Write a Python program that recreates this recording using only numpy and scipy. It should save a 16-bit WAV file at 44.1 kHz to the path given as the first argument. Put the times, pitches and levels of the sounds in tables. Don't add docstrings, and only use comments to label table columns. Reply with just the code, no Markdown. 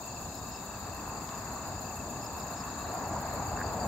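import sys
import numpy as np
from scipy import signal
from scipy.io import wavfile
from scipy.ndimage import uniform_filter1d

SR = 44100
rng = np.random.default_rng(int(sys.argv[2]) if len(sys.argv) > 2 else 0)


def output_pcm(signal):
    pcm = np.clip(np.atleast_2d(signal).T, -1, 1) * 32767
    wavfile.write(sys.argv[1], SR, np.round(pcm).astype(np.int16))


def boost(x):
    u = np.asarray(x, float) / 20
    return 10 ** u


N = 170667
T = np.arange(N) / SR


# [t/s, engine rumble level/dB, tyre roar level/dB, tyre hiss level/dB]
VEHICLE_SWELL = [(0, -46.5, -46, -53.5), (.5, -45.5, -48.5, -51), (1, -45, -46, -48.5),
                 (1.6, -44.5, -46.5, -47), (2, -44.5, -43.5, -50.5), (2.8, -43.5, -45, -46),
                 (3, -42, -38.5, -44.5), (3.5, -41, -39.5, -44.5), (3.75, -39.5, -33, -44.5),
                 (3.87, -37.5, -28.5, -45)]
# [f/Hz, density level/dB per Hz]
ROAD_SPECTRUM = [(24, -27), (40, -7.5), (81, 2.5), (141, -6), (220, -2), (270, -6), (395, -11), (453, -8),
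                 (538, -10.5), (685, -2.5), (800, -4), (1170, -7.5), (1440, -16), (1710, -15),
                 (2030, -25.5), (2450, -27.5), (3180, -40), (5390, -120)]
# [f/Hz, likeness 0 to 1]
ROAD_LIKENESS = [(60, 1), (300, 0.95), (700, 0.97), (1400, 0.69), (2500, 0.2)]
# [f/Hz, pan/dB]
ROAD_SIDE = [(60, 0), (380, 4), (700, 1.5), (1300, 0.5), (2400, 4)]

# [f/Hz, density level/dB per Hz]
FAR_SPECTRUM = [(1500, -74), (2500, -12), (3100, -23), (3640, -13), (4640, -9.5), (5660, -22),
                (6020, -18.5), (6510, -6.5), (7000, -3.5), (7400, -4.5), (8080, -13.5), (8820, -35),
                (9100, -31), (9700, -27.5), (10900, -22), (12700, -21), (15000, -17.5), (15900, -19.5)]
# [f/Hz, pan/dB]
FAR_SIDE = [(2000, 3), (4700, 8.5), (6600, 10), (7200, 12), (7900, -5), (9000, 10), (10000, 6), (11200, -3),
            (13300, -13.5), (15500, -13)]

# [middle f/Hz, spread f/Hz, downward slide f/Hz, stroke length/s,
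# density (twice the strokes at each of seven pitches), level/dB, pan/dB]
CHORUSES = [(7050, 235, 640, 0.01416, 590, -53.5, 4.5), (4623, 337, 300, 0.0184, 500, -58, 0),
            (2665, 45, 103, 0.016, 180, -63.5, 4), (7880, 105, 720, 0.0083, 330, -65.5, -2),
            (4180, 13, 35, .028, 20, -72, 12)]

# [middle t/s, level/dB]
RASP_TIMES = [(.061, -53), (.22, -52.5), (.353, -50.5), (.495, -53), (.65, -53), (.801, -56), (.949, -53),
              (1.086, -52), (1.241, -53), (1.388, -54), (1.538, -52), (1.678, -53), (1.817, -53),
              (1.967, -51.5), (2.106, -52), (2.249, -52), (2.387, -51), (2.522, -52), (2.654, -53),
              (2.792, -51.5), (2.943, -51.5), (3.084, -52), (3.214, -51), (3.342, -49), (3.475, -52),
              (3.606, -53), (3.731, -53), (3.862, -51)]
# [f/Hz, width f/Hz, level/dB]
RASP_RESONANCES = [(11630, 1340, -0.33), (12840, 1050, 0), (15300, 1600, -2)]
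# [middle of first beat t/s, beats/count, level/dB]
BUZZ_TRAINS = [(.019, 1, -48), (.28, 7, -52), (.797, 7, -51), (1.315, 7, -51.5), (1.823, 7, -52),
               (2.334, 7, -49), (2.831, 7, -49.5), (3.276, 8, -50.5)]

# [start f/Hz, end f/Hz, length/s, pan/dB]
TREE_STROKE = (2685, 2590, 0.021, 11)
FIELD_STROKE = (5420, 4650, 0.0092, 3.2)
LOW_FIELD_STROKE = (4820, 4400, 0.012, 9.8)
QUICK_STROKE = (4360, 3900, 0.012, 9.7)
SOFT_STROKE = (3845, 3820, 0.062, 4.4)
STEADY_STROKE = (7310, 6520, 0.021, 1.8)

# [t/s, level/dB]
STEADY_SWELL = [(0, -41), (.3, -40.5), (.75, -51), (1.1, -42), (3.87, -39.5)]
# [middle of first stroke t/s, strokes/count, level/dB]
TREE_SONG = [(.045, 3, -45.5), (.171, 3, -48), (.296, 2, -49), (.355, 2, -51), (.456, 2, -47.5),
             (.553, 3, -46.5), (.68, 3, -47.5), (.841, 3, -51), (.934, 3, -44.5), (1.065, 3, -46.5),
             (1.162, 1, -52), (1.222, 2, -47), (1.42, 1, -50), (1.572, 3, -50), (1.318, 3, -48),
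             (1.472, 2, -52), (1.539, 1, -49), (1.658, 1, -51), (1.722, 3, -49), (1.853, 3, -45.5),
             (1.974, 2, -44), (2.1, 3, -47), (2.231, 3, -48), (2.354, 3, -47.5), (2.471, 1, -48),
             (2.513, 2, -48), (2.581, 2, -50), (2.642, 3, -47), (2.765, 2, -49), (2.824, 1, -47),
             (2.89, 3, -53), (3.018, 3, -51), (3.131, 2, -61), (3.249, 3, -56), (3.396, 2, -52),
             (2.982, 1, -58), (3.19, 2, -57), (3.467, 2, -55), (3.538, 1, -52), (3.569, 1, -46),
             (3.76, 2, -49), (3.634, 3, -47), (3.821, 2, -48)]
# [middle of first stroke t/s, strokes/count, level/dB]
SOFT_SONG = [(.355, 9, -58), (2.43, 4, -60), (2.69, 4, -56)]
# [middle of last stroke t/s, strokes/count, level/dB of last stroke]
FIELD_SONG = [(.227, 2, -58), (.392, 4, -46), (.563, 4, -43), (2.264, 4, -43), (2.432, 4, -46),
              (2.61, 4, -43)]
# [middle of last stroke t/s, strokes/count, level/dB of last stroke]
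LOW_FIELD_SONG = [(1.012, 2, -55), (1.188, 2, -48.5), (1.867, 2, -51), (3.497, 2, -50), (3.666, 3, -44.5),
                  (3.834, 3, -41)]
# [middle of first stroke t/s, strokes/count, level/dB]
QUICK_SONG = [(2.807, 5, -52), (2.821, 4, -51)]

# [t/s, f/Hz, width f/Hz, level/dB]
KNOCK_RINGS = [(1.292, 4000, 3500, -7), (2.948, 735, 50, -23.5), (3.16, 1010, 60, -25.5),
               (3.574, 1550, 250, -19), (3.59, 1670, 200, -25), (3.603, 1660, 200, -23),
               (3.614, 1600, 260, -13.5), (3.623, 1720, 200, -24)]


def evened(x):
    return x / np.sqrt(np.mean(x ** 2) + 1e-20)


def read(points, hz):
    f, value = np.transpose(points)
    return np.interp(np.log(hz + 1), np.log(f + 1), value)


def sides(pan_db):
    return boost(np.multiply.outer([0.5, -0.5], pan_db))


def clicks(times, dbs):
    track = np.zeros(N + SR)
    at = np.clip(np.round(np.asarray(times) * SR).astype(int), 0, N)
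    np.add.at(track, at, boost(dbs))
    return track[:N]


def noise(field_db, same, pan_db, patchy_db):
    size, hop = 1024, 256
    hz = np.fft.rfftfreq(size, 1 / SR)[:, None]
    a, b, c, d, patches = rng.standard_normal((N // hop + 5, size // 2 + 1, 5)).T
    patches = uniform_filter1d(patches, 10, 0)
    patches = evened(uniform_filter1d(patches, 14, 1))
    likeness = np.clip(same(hz), 0, 1)
    left = a + 1j * b
    right = likeness * left + np.sqrt(1 - likeness ** 2) * (c + 1j * d)
    t = np.arange(patches.shape[1]) * hop / SR
    gain = boost(field_db(hz, t) + patchy_db * patches)
    spectra = np.array([left, right]) * sides(pan_db(hz)) * gain
    return signal.istft(spectra, nperseg=size, noverlap=size - hop)[1][:, :N]


def vehicle():
    roar_from_hz, hiss_from_hz = 517, 836
    level_db, right_late_samples = -38.0, 2
    s, rumble, roar, hiss = np.transpose(VEHICLE_SWELL)

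    def field(hz, t):
        rumble_db, roar_db, hiss_db = (np.interp(t, s, v - v.mean()) for v in (rumble, roar, hiss))
        above_rumble = 1 / (1 + (roar_from_hz / (hz + 1)) ** 6)
        above_roar = 1 / (1 + (hiss_from_hz / (hz + 1)) ** 6)
        swell = rumble_db * (1 - above_rumble) + roar_db * (above_rumble - above_roar) + hiss_db * above_roar
        return read(ROAD_SPECTRUM, hz) + swell

    road = noise(field, lambda f: read(ROAD_LIKENESS, f), lambda f: read(ROAD_SIDE, f), patchy_db=0.94)
    left, right = boost(level_db) * evened(road)
    return np.array([left, np.roll(right, right_late_samples)])


def far():
    blur = noise(lambda f, t: read(FAR_SPECTRUM, f), lambda f: 0.057 + 0 * f,
                 lambda f: read(FAR_SIDE, f), patchy_db=1.66)
    return boost(-47.5) * evened(blur)


def chorus():
    out = np.zeros((2, N))
    for hz, spread, slide, length, density, db, pan_db in CHORUSES:
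        layer = np.zeros((2, N))
        u = np.arange(0, length, 1 / SR) / length
        for off in np.linspace(-1.6, 1.6, num=7):
            turns = np.cumsum(hz + spread * off + slide * (0.5 - u)) / SR
            tone = np.sin(np.pi * u) * np.sin(2 * np.pi * turns)
            side, when, strength = rng.random((round(density / 2), 3)).T
            track = np.zeros((2, N))
            track[(side * 2).astype(int), (when * N).astype(int)] = boost(7.5 * strength - 4.0 * off ** 2)
            layer += signal.oaconvolve(track, tone[None], axes=1)[:, :N]
        out += boost(db) * sides(pan_db)[:, None] * evened(layer)
    return out


def resonate(x, hz, width):
    carrier = np.exp(2j * np.pi * hz * T)
    r = np.exp(-np.pi * width / SR)
    low = x / carrier
    for _ in range(2):
        low = signal.lfilter([1 - r], [1, -r], low)
    return 2 * (carrier * low).real


def katydids():
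    rasp_s, rasp_pan_db = 0.046, -12
    buzz_hz, buzz_width_hz, buzz_gap_s, buzz_s, buzz_pan_db = 12800, 1100, 0.0347, 0.031, -12
    rasp_scrape, buzz_scrape = rng.standard_normal((2, 2, N))
    rasp = evened(sum(boost(db) * evened(resonate(rasp_scrape, hz, w)) for hz, w, db in RASP_RESONANCES))
    rasp_burst = np.bartlett(round(rasp_s * SR))
    rasp *= signal.oaconvolve(clicks(*np.transpose(RASP_TIMES)), rasp_burst, "same")

    beats = [(s + k * buzz_gap_s, db) for s, n, db in BUZZ_TRAINS for k in range(round(n))]
    buzz = evened(resonate(buzz_scrape, buzz_hz, buzz_width_hz))
    buzz_burst = np.hanning(round(buzz_s * SR))
    buzz *= signal.oaconvolve(clicks(*np.transpose(beats)), buzz_burst, "same")
    return boost(-2.5) * rasp * sides(rasp_pan_db)[:, None] + boost(-9.0) * buzz * sides(buzz_pan_db)[:, None]


def strokes(track, hz0, hz1, length, pan_db=0., lean_db=0.):
    bend, edge = 1.37, 0.52
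    stray_part, rough, rough_s = 0.0025, 0.2, 0.0022
    u = np.arange(0, length, 1 / SR) / length
    turns = np.cumsum(hz0 + (hz1 - hz0) * u ** bend) / SR
    shape = np.sin(np.pi * u) ** edge * sides(pan_db + lean_db * (2 * u - 1))
    out = np.zeros((2, N + 2 * len(u)))
    at = np.flatnonzero(track)
    for i, phase, stray in zip(at, rng.random(len(at)), rng.standard_normal(len(at))):
        tone = np.cos(2 * np.pi * (phase + turns * (1 + stray_part * stray)))
        out[:, i:i + len(u)] += track[i] * shape * tone
    span = round(rough_s * SR)
    catch = uniform_filter1d(rng.standard_normal(N), span)
    catch = evened(uniform_filter1d(catch, span))
    centred = out[:, len(u) // 2:][:, :N]
    return centred * (1 + rough * catch)


def chirps(table, gap_s, step_db, kind):
    rows = np.array([(s + k * gap_s, db + k * step_db) for s, n, db in table for k in range(round(n))])
    times, dbs = rows.T
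    return strokes(clicks(times, dbs + 0.59 * rng.standard_normal(len(rows))), *kind)


def crickets():
    steady_per_s, steady_first_s = 29.283, 0.0172
    steady_lean_db = 9
    field_gap_s, swell_db = 0.015, -1
    times = np.arange(steady_first_s, T[-1], 1 / steady_per_s)
    dbs = np.interp(times, *np.transpose(STEADY_SWELL)) + 0.69 * rng.standard_normal(len(times))
    steady = strokes(clicks(times, dbs), *STEADY_STROKE, steady_lean_db)
    tree = boost(-5.5) * chirps(TREE_SONG, 0.031, 0, TREE_STROKE)
    soft = chirps(SOFT_SONG, 0.058, 0, SOFT_STROKE)
    quick = chirps(QUICK_SONG, 0.025, 0, QUICK_STROKE)
    field = chirps(FIELD_SONG, -field_gap_s, swell_db, FIELD_STROKE)
    low_field = chirps(LOW_FIELD_SONG, -field_gap_s, swell_db, LOW_FIELD_STROKE)
    return steady + tree + soft + quick + field + low_field


def leaves(x):
    level_db, t60_s = -14.5, 0.065
    t = T[:SR // 5]
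    tail = rng.standard_normal((2, len(t))) * boost(-60 * t / t60_s)
    tail /= np.linalg.norm(tail[0])
    return x + boost(level_db) * signal.oaconvolve(x, tail, axes=1)[:, :N]


def knocks():
    rise_cycles = 1.8
    t = T[:2000]
    out = np.zeros(N)
    for s, hz, width, db in KNOCK_RINGS:
        rise = 1 - np.exp(-t * hz / rise_cycles)
        ring = rise * np.exp(-np.pi * width * t) * np.sin(2 * np.pi * hz * t)
        out += signal.oaconvolve(clicks([s], [db]), ring)[:N]
    return out


def scene():
    scattered = leaves(boost(-3.0) * crickets() + knocks())
    return vehicle() + far() + chorus() + scattered + katydids()


def top_cut(x):
    return signal.sosfilt(signal.butter(12, 16650, fs=SR, output="sos"), x)


def record(dry):
    low_cut_hz, top_hz = 42, 15730
    high_pass = signal.butter(N=3, Wn=low_cut_hz, btype="high", fs=SR, output="sos")
    low_pass = signal.firwin(numtaps=511, cutoff=top_hz, fs=SR)
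    mix = signal.sosfilt(high_pass, dry)
    mix = signal.oaconvolve(mix, low_pass[None], "same", axes=1)
    return top_cut(mix)


dry = scene()
out = record(dry)
output_pcm(out)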